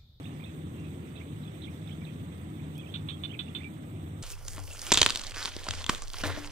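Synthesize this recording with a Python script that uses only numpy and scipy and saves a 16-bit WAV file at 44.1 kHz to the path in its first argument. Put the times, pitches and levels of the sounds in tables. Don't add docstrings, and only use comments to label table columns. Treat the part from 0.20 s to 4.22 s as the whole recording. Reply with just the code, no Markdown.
import sys
import numpy as np
from scipy import signal
from scipy.fft import rfft, irfft
from scipy.io import wavfile
from scipy.ndimage import uniform_filter1d

SR = 44100
rng = np.random.default_rng(int(sys.argv[2]) if len(sys.argv) > 2 else 0)


def voltage_ratio(level):
    return 10 ** (np.asarray(level, float) / 20)


def dump_mix(stems):
    frames = np.atleast_2d(stems).T
    limited = np.clip(frames, -1, 1)
    pcm = np.round(limited * 32767).astype(np.int16)
    wavfile.write(sys.argv[1], SR, pcm)


N = 177458


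def frog():
    # (first_ms, middle_ms,
    # closing_ms)
    calls = [
        (2.7400, -30, 2.53, 2.18, 1.38),
        (2.8864, -30, 1.73, 2.55, 1.65),
        (3.0362, -30, 1.72, 2.7, 1.4),
        (3.1913, -28.5, 1.95, 2.45, 1.45),
        (3.3492, -29, 2, 2.35, 1.4),
    ]
    # pitch_hz, time to fall 60 dB (t60_s), left_db, right_db
    ringing = [(3516, 0.015, -13, 2), (3540, 0.01, -26, -9.5), (3150, 0.0072, -9.5, -1),
               (2600, 0.011, -22, -6.5), (4240, 0.0093, -4.5, -11), (1930, 0.0062, -23, -17),
               (1510, 0.0079, -10, -7), (1180, 0.0094, -17, -12)]
    fade_db, tiring_db_per_s = -3, -5.5
    pulses = np.zeros(N)
    k = np.arange(22)
    for s, db, first, middle, closing in calls:
        chance = rng.standard_normal((22, 2))
        gap_numbers = [1, 3, 4, 6, 7.5, 12, 20]
        gaps_ms = [first, middle, .95 * middle, .75 * middle, 1.05 * closing, .95 * closing, 1.13]
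        spacing = np.interp(k, gap_numbers, gaps_ms)
        jitter_ms = 0.029 * chance[:, 0] * (k > 0)
        at = s + (np.cumsum(spacing) - spacing + jitter_ms) / 1000
        call_fade_db = (fade_db + tiring_db_per_s * (s - calls[0][0])) * k / 12
        trail_db = np.where(k > 12, -3.5 - 0.88 * (k - 12), 0)
        pulse_db = db + call_fade_db + trail_db + 1.8 * chance[:, 1]
        pulses[np.round(at * SR).astype(int)] = voltage_ratio(pulse_db)

    t = np.arange(1500) / SR
    damping = np.array([[1.4], [1]])
    ring = np.zeros((2, len(t)))
    for hz, t60, left_db, right_db in ringing:
        level_db = np.array([[left_db], [right_db]]) - 60 * t * damping / t60
        ring += voltage_ratio(level_db) * np.sin(2 * np.pi * hz * t)
    sac_band = signal.cheby2(6, 40, [750, 4950], "band", fs=SR, output="sos")
    ring = signal.sosfilt(sac_band, ring)
    ring = 1.68 * np.diff(ring, prepend=0)
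    ports = signal.fftconvolve(pulses[None], ring, axes=1)[:, :N]
    ports = np.array([ports[0], delayed(ports[1], 13.07)])
    return ports + voltage_ratio(-12.5) * bank(ports, t60=0.14)


def bird():
    # start_s, length_s, middle_hz, peak_db
    rises = [(0.041, 0.014, 3600, -48), (0.054, .01, 2780, -46), (.198, .013, 2350, -49),
             (0.237, 0.015, 3550, -42.5), (1.672, .008, 3520, -46), (1.682, .009, 2560, -51),
             (1.692, 0.0082, 2320, -46.5), (1.707, 0.028, 3270, -46), (1.842, .006, 3650, -54),
             (2.394, 0.013, 2380, -50), (2.552, 0.022, 3250, -48.5), (2.656, 0.0054, 3070, -51),
             (2.872, .008, 2510, -51), (3.092, 0.0097, 2920, -43), (3.11, .014, 3160, -40),
             (3.124, 0.019, 2450, -45), (3.156, 0.017, 2330, -50), (3.272, .01, 3500, -50),
             (3.279, .011, 2720, -44.5), (3.385, .012, 2265, -48), (3.406, 0.019, 2320, -43),
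             (3.43, 0.0081, 2600, -45)]
    # start_s, length_s, middle_hz, peak_db
    falls = [(1.69, .008, 3080, -51), (1.849, .007, 3650, -46), (1.677, .006, 3600, -50),
             (1.835, .01, 1970, -50), (2.606, 0.018, 3210, -49), (2.718, .034, 3260, -50.5),
             (3.101, .007, 3030, -41), (3.135, .008, 3050, -42), (3.142, 0.0109, 2520, -39),
             (3.266, .0052, 2700, -46), (3.4, .006, 2550, -48), (3.442, .005, 2660, -41)]
    # start_s, length_s, middle_hz, ends_minus_middle_hz, peak_db
    bends = [(2.575, .012, 2460, 12, -48.5), (0.061, 0.016, 3690, -270, -48), (.22, .013, 2420, -150, -48),
             (0.256, 0.028, 2530, 180, -48.5), (0.573, 0.076, 2730, -23, -57),
             (0.64, 0.026, 2600, -350, -51), (.953, 0.018, 2600, 15, -47.5),
             (1.231, .009, 3790, 170, -48.5), (1.247, 0.016, 3490, 110, -53),
             (1.258, .017, 2600, -250, -52), (1.274, 0.017, 3390, 120, -50),
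             (1.815, 0.014, 2355, -80, -46.5), (1.86, 0.02, 2650, -600, -49.5),
             (1.88, 0.02, 3150, 300, -55), (1.886, 0.0086, 2480, -390, -50),
             (2.59, 0.014, 2540, -15, -48.5), (2.586, 0.02, 3300, 162, -45.5),
             (2.628, 0.027, 2300, 380, -50.5), (2.66, 0.024, 2560, 920, -47.5),
             (2.685, .027, 3130, 450, -48.5), (2.915, 0.044, 3300, -80, -43.5),
             (3.289, 0.016, 3400, -130, -49.5), (3.441, 0.039, 2342, -8, -41)]
    # start_s, stretch (times as long), level_db
    tumbles = [
        (.954, .98, -46),
        (1.417, 1.02, -44),
    ]
    flutter, quiver = wandering(span=90), wandering(span=90)
    sung = [note(*row, sweep_hz=500, bend_hz=-6000 * row[1]) for row in rises]
    sung += [note(*row, sweep_hz=-780, bend_hz=30) for row in falls]
    sung += [note(s, length, hz, db, 0, bend_hz) for s, length, hz, bend_hz, db in bends]
    sung += [tumble(*row) for row in tumbles]

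    song = np.zeros(N)
    for s, hz, db in sung:
        hz = hz * (1 + .006 * quiver[round(s * SR):][:len(hz)])
        edges = signal.windows.tukey(len(hz), min(0.003 * SR / len(hz), .6))
        whistle = np.sin(2 * np.pi * np.cumsum(hz) / SR)
        add(song, s, voltage_ratio(db) * edges * whistle)
    t = np.arange(N) / SR
    song *= voltage_ratio(np.interp(t, [1.9, 2.5], [2.4, 1.1]) * flutter)
    ports = np.array([voltage_ratio(-14.0) * song, delayed(song, 22.15)])
    echo_db = np.interp(t, [1.9, 2.5], [-9, -13])
    return ports + voltage_ratio(echo_db) * bank(ports, t60=.1)


def note(s, length, hz, db, sweep_hz, bend_hz):
    u = np.linspace(-1, 1, round(length * SR))
    pitch_hz = hz + sweep_hz / 2 * u + bend_hz * u ** 2
    release_db = -9 * ((u + 1) / 2) ** 4 * min(length / .04, 1) ** 2
    return s, pitch_hz, db + release_db


def tumble(s, stretch, db):
    # time_ms, pitch_hz, level_db
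    phrase = [
        (0, 3250, -1),
        (7, 4000, 0.5),
        (11, 3230, -4),
        (16, 4200, -4),
        (24, 3150, 1.5),
        (32, 3700, -1),
        (47, 2850, -10),
        (59, 2060, -1),
        (71, 2620, -3),
    ]
    ms, hz, shape_db = np.transpose(phrase)
    now = np.arange(0, ms[-1], 1000 / SR / stretch)
    pitch_hz = uniform_filter1d(np.interp(now, ms, hz), size=70)
    return s, pitch_hz, db + np.interp(now, ms, shape_db)


def bank(x, t60):
    taps = np.zeros((2, 12000))
    at = np.arange(400, 11980, 20) + rng.integers(0, 20, (2, 579))
    np.put_along_axis(taps, at, rng.choice([-1., 1.], at.shape), 1)
    taps *= voltage_ratio(-60 * np.arange(12000) / SR / t60)
    return signal.fftconvolve(x, taps / np.linalg.norm(taps[0]), axes=1)[:, :N]


def reeds():
    # start_s, level_db, length_s, low_edge_hz, high_edge_hz
    snaps = [
        (2.5793, -51, .002, 3500, 10000),
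        (2.580, -48.5, .008, 10500, 16000),
        (1.508, -66, .006, 5000, 13000),
        (2.553, -60, .003, 3500, 6500),
        (.03, -57, .003, 3600, 6000),
        (.6, -60, .002, 4000, 6000),
    ]
    # start_s, pitch_hz, level_db, time to fall 60 dB (t60_s)
    bump = (3.832, 290, -34, .06)
    out = np.zeros((2, N))
    for s, db, length, *edges_hz in snaps:
        puff = rng.standard_normal(600) * (np.arange(600) < length * SR)
        puff = signal.sosfilt(signal.butter(2, edges_hz, "band", fs=SR, output="sos"), puff)
        right_extra_db = 5.0 if edges_hz[0] < 1e4 else -13.0
        add(out, s, voltage_ratio(np.array([[db], [db + right_extra_db]])) * puff)
    s, hz, db, t60 = bump
    t = np.arange(3000) / SR
    onset = 1 - np.exp(-t / 0.0011)
    add(out, s, voltage_ratio(db - 60 * t / t60) * np.sin(2 * np.pi * hz * t) * onset)
    return out


def insects():
    # pitch_hz, then left_db and right_db (dB per Hz)
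    hiss_color = [(7340, -135, -120), (7170, -111, -103), (8320, -99, -92), (8635, -99, -94),
                  (8870, -106, -105), (9480, -121, -121), (9100, -121, -123), (10480, -116, -123),
                  (11930, -105, -113), (12600, -105, -115), (14000, -106, -110), (15500, -104, -105),
                  (15700, -125, -125)]
    # time_s, throb_depth_db
    in_step = [(0, 1.5), (.45, 2.2), (.85, .9), (1.3, 2), (1.85, .9), (2.25, 2.6), (3.0, 1.8), (3.3, 2.8),
               (4.02, 2.6)]
    throb_per_s, crest_s = 6.06, 2.035
    t = np.arange(N) / SR
    throb_db = np.interp(t, *np.transpose(in_step)) * np.cos(2 * np.pi * throb_per_s * (t - crest_s))
    hiss = noise(hiss_color, patchy_db=1.2, flicker_db=-0.17, size=512)
    high = signal.sosfiltfilt(signal.butter(4, 10000, "high", fs=SR, output="sos"), hiss)
    return hiss + high * (voltage_ratio(throb_db) - 1)


def chorus():
    # pitch_hz, then left_db and right_db (dB per Hz)
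    wash_color = [(900, -120, -110), (1320, -106, -96.5), (2050, -99, -89.5), (2920, -102, -92.5),
                  (3300, -99, -90.5), (3530, -101, -88), (3795, -103, -93), (4250, -107, -104),
                  (5080, -110, -109), (5840, -112, -104), (7060, -115, -102), (6930, -125, -107),
                  (7860, -140, -130)]
    # time_s, level_db
    wash_swell = [(0.0, -59), (0.4, -61), (0.86, -60.5), (1.72, -59.3), (2.04, -61.5), (3.41, -60.5),
                  (3.5, -62), (4.02, -63.5)]
    s, level_db = np.transpose(wash_swell)
    swell_db = np.interp(np.arange(N) / SR, s, level_db - level_db.mean())
    return voltage_ratio(swell_db) * noise(wash_color, patchy_db=1.78, flicker_db=0.8, size=512)


def drone():
    # pitch_hz, left_db and right_db (dB per Hz), left-right likeness (0-1)
    rumble = [(25.7, -94, -107, 0.7), (50.3, -98, -76.5, .95), (68.6, -79.5, -84, 1), (88, -64.5, -64.5, 1),
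              (165, -67, -66.5, 0.94), (295, -69, -70.5, 0.92), (441, -79, -79.5, 0.48),
              (577, -86, -82.5, 0.48), (910, -92, -88.5, 0.86), (1236, -95, -87.5, 0.68),
              (1530, -95.5, -91.5, 1), (2300, -108, -100, 0.6), (3000, -125, -120, 0.9)]
    low = noise(rumble, patchy_db=1.24, flicker_db=0.25, size=2048) + engine()
    return np.array([delayed(low[0], 13.96), low[1]])


def engine():
    # time_s, level_db
    exhaust = [(0, -55.5), (.15, -47.5), (.27, -52.5), (.45, -43.5), (.93, -57), (1.22, -45.5), (1.4, -51),
               (1.9, -44), (2.1, -54), (2.5, -44.5), (2.67, -51.5), (2.95, -46.5), (3.2, -52),
               (3.45, -49.5), (4.02, -48.5)]
    # order (multiple of shaft speed), level_db, share of the exhaust swell (0-1),
    # random fading_db
    orders = [(5, -52.5, 0.01, 3.5), (6, -51.5, 0, 4), (9, -47.5, 1, 0.3), (10, -56, 0.47, 2.5),
              (18, -57.5, 0.47, 3)]
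    shaft_hz, fade_s = 17.05, 0.098
    s, level_db = np.transpose(exhaust)
    swell_db = np.interp(np.arange(N) / SR, s, level_db - level_db.mean())
    turns = np.cumsum(shaft_hz * (1 + 0.00646 * wandering(span=9000))) / SR
    out = np.zeros(N)
    for k, db, share, fade_db in orders:
        hum_db = db + share * swell_db + fade_db * wandering(int(fade_s * SR))
        out += np.sqrt(2) * voltage_ratio(hum_db) * np.sin(2 * np.pi * (round(k) * turns + rng.random()))
    return out


def noise(table, patchy_db, flicker_db, size):
    f, *columns = np.transpose(table)
    white = rng.standard_normal((2, N + size))
    hz, t, z = signal.stft(white, SR, nperseg=size, noverlap=size * 3 // 4)
    left_db, right_db, *same = (np.interp(np.log(hz + 1), np.log(f), c)[:, None] for c in columns)
    if same:
        like = np.clip(same[0], 0, 1)
        z[1] = like * z[0] + np.sqrt(1 - like ** 2) * z[1]
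    patches = uniform_filter1d(rng.standard_normal(z.shape[1:]), size=9, axis=0)
    patches = evened(uniform_filter1d(patches, size=9, axis=1))
    flicker = evened(uniform_filter1d(rng.standard_normal(len(t)), size=4))
    inside = ((hz > .7 * f[0]) & (hz < 1.3 * f[-1]))[:, None]
    level_db = np.array([left_db, right_db]) + patchy_db * patches + flicker_db * flicker
    z *= inside * voltage_ratio(level_db) * np.sqrt(SR / 2)
    return signal.istft(z, SR, nperseg=size, noverlap=size * 3 // 4)[1][:, :N]


def wandering(span):
    smooth = uniform_filter1d(rng.standard_normal(N), size=span)
    return evened(uniform_filter1d(smooth, size=span))


def evened(x):
    return x / np.sqrt(np.mean(x ** 2) + 1e-20)


def delayed(x, samples):
    turn = np.exp(-2j * np.pi * np.fft.rfftfreq(x.shape[-1]) * samples)
    return irfft(rfft(x) * turn, x.shape[-1])


def add(mix, s, sound):
    part = mix[..., round(s * SR):][..., :sound.shape[-1]]
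    part += sound[..., :part.shape[-1]]


def scene():
    return frog() + bird() + reeds() + insects() + chorus() + drone()


def muted(x):
    # pitch_hz, threshold_db (dB per Hz)
    threshold = [(4000, -122), (4800, -111), (5500, -113), (7000, -114), (8000, -120), (9100, -114),
                 (10400, -115), (11300, -117), (12200, -126)]
    hz, t, z = signal.stft(x, SR, nperseg=2048, noverlap=1536)
    bands = z[:, :1024].reshape(2, 256, 4, -1)
    power = uniform_filter1d((abs(bands) ** 2).mean(2), size=3, axis=2) * 2048 / .75 / SR
    chance = rng.standard_normal((2, 43, len(t))) + .6 * rng.standard_normal((43, len(t)))
    waver = np.repeat(evened(uniform_filter1d(chance, size=4, axis=2)), 6, axis=1)[:, :256]
    limit_db = np.interp(hz[2:1024:4], *np.transpose(threshold), left=-200, right=-200)[:, None]
    limit_db = limit_db + 4.5 * waver
    z[:, :1024] *= np.repeat(10 * np.log10(power + 1e-30) > limit_db, 4, axis=1)
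    return signal.istft(z, SR, nperseg=2048, noverlap=1536)[1][:, :N]


def roll_off(x):
    return signal.sosfilt(signal.butter(12, 15620, fs=SR, output="sos"), x)


def record(dry):
    mix = muted(dry)
    return roll_off(mix)


dry = scene()
out = record(dry)
dump_mix(out)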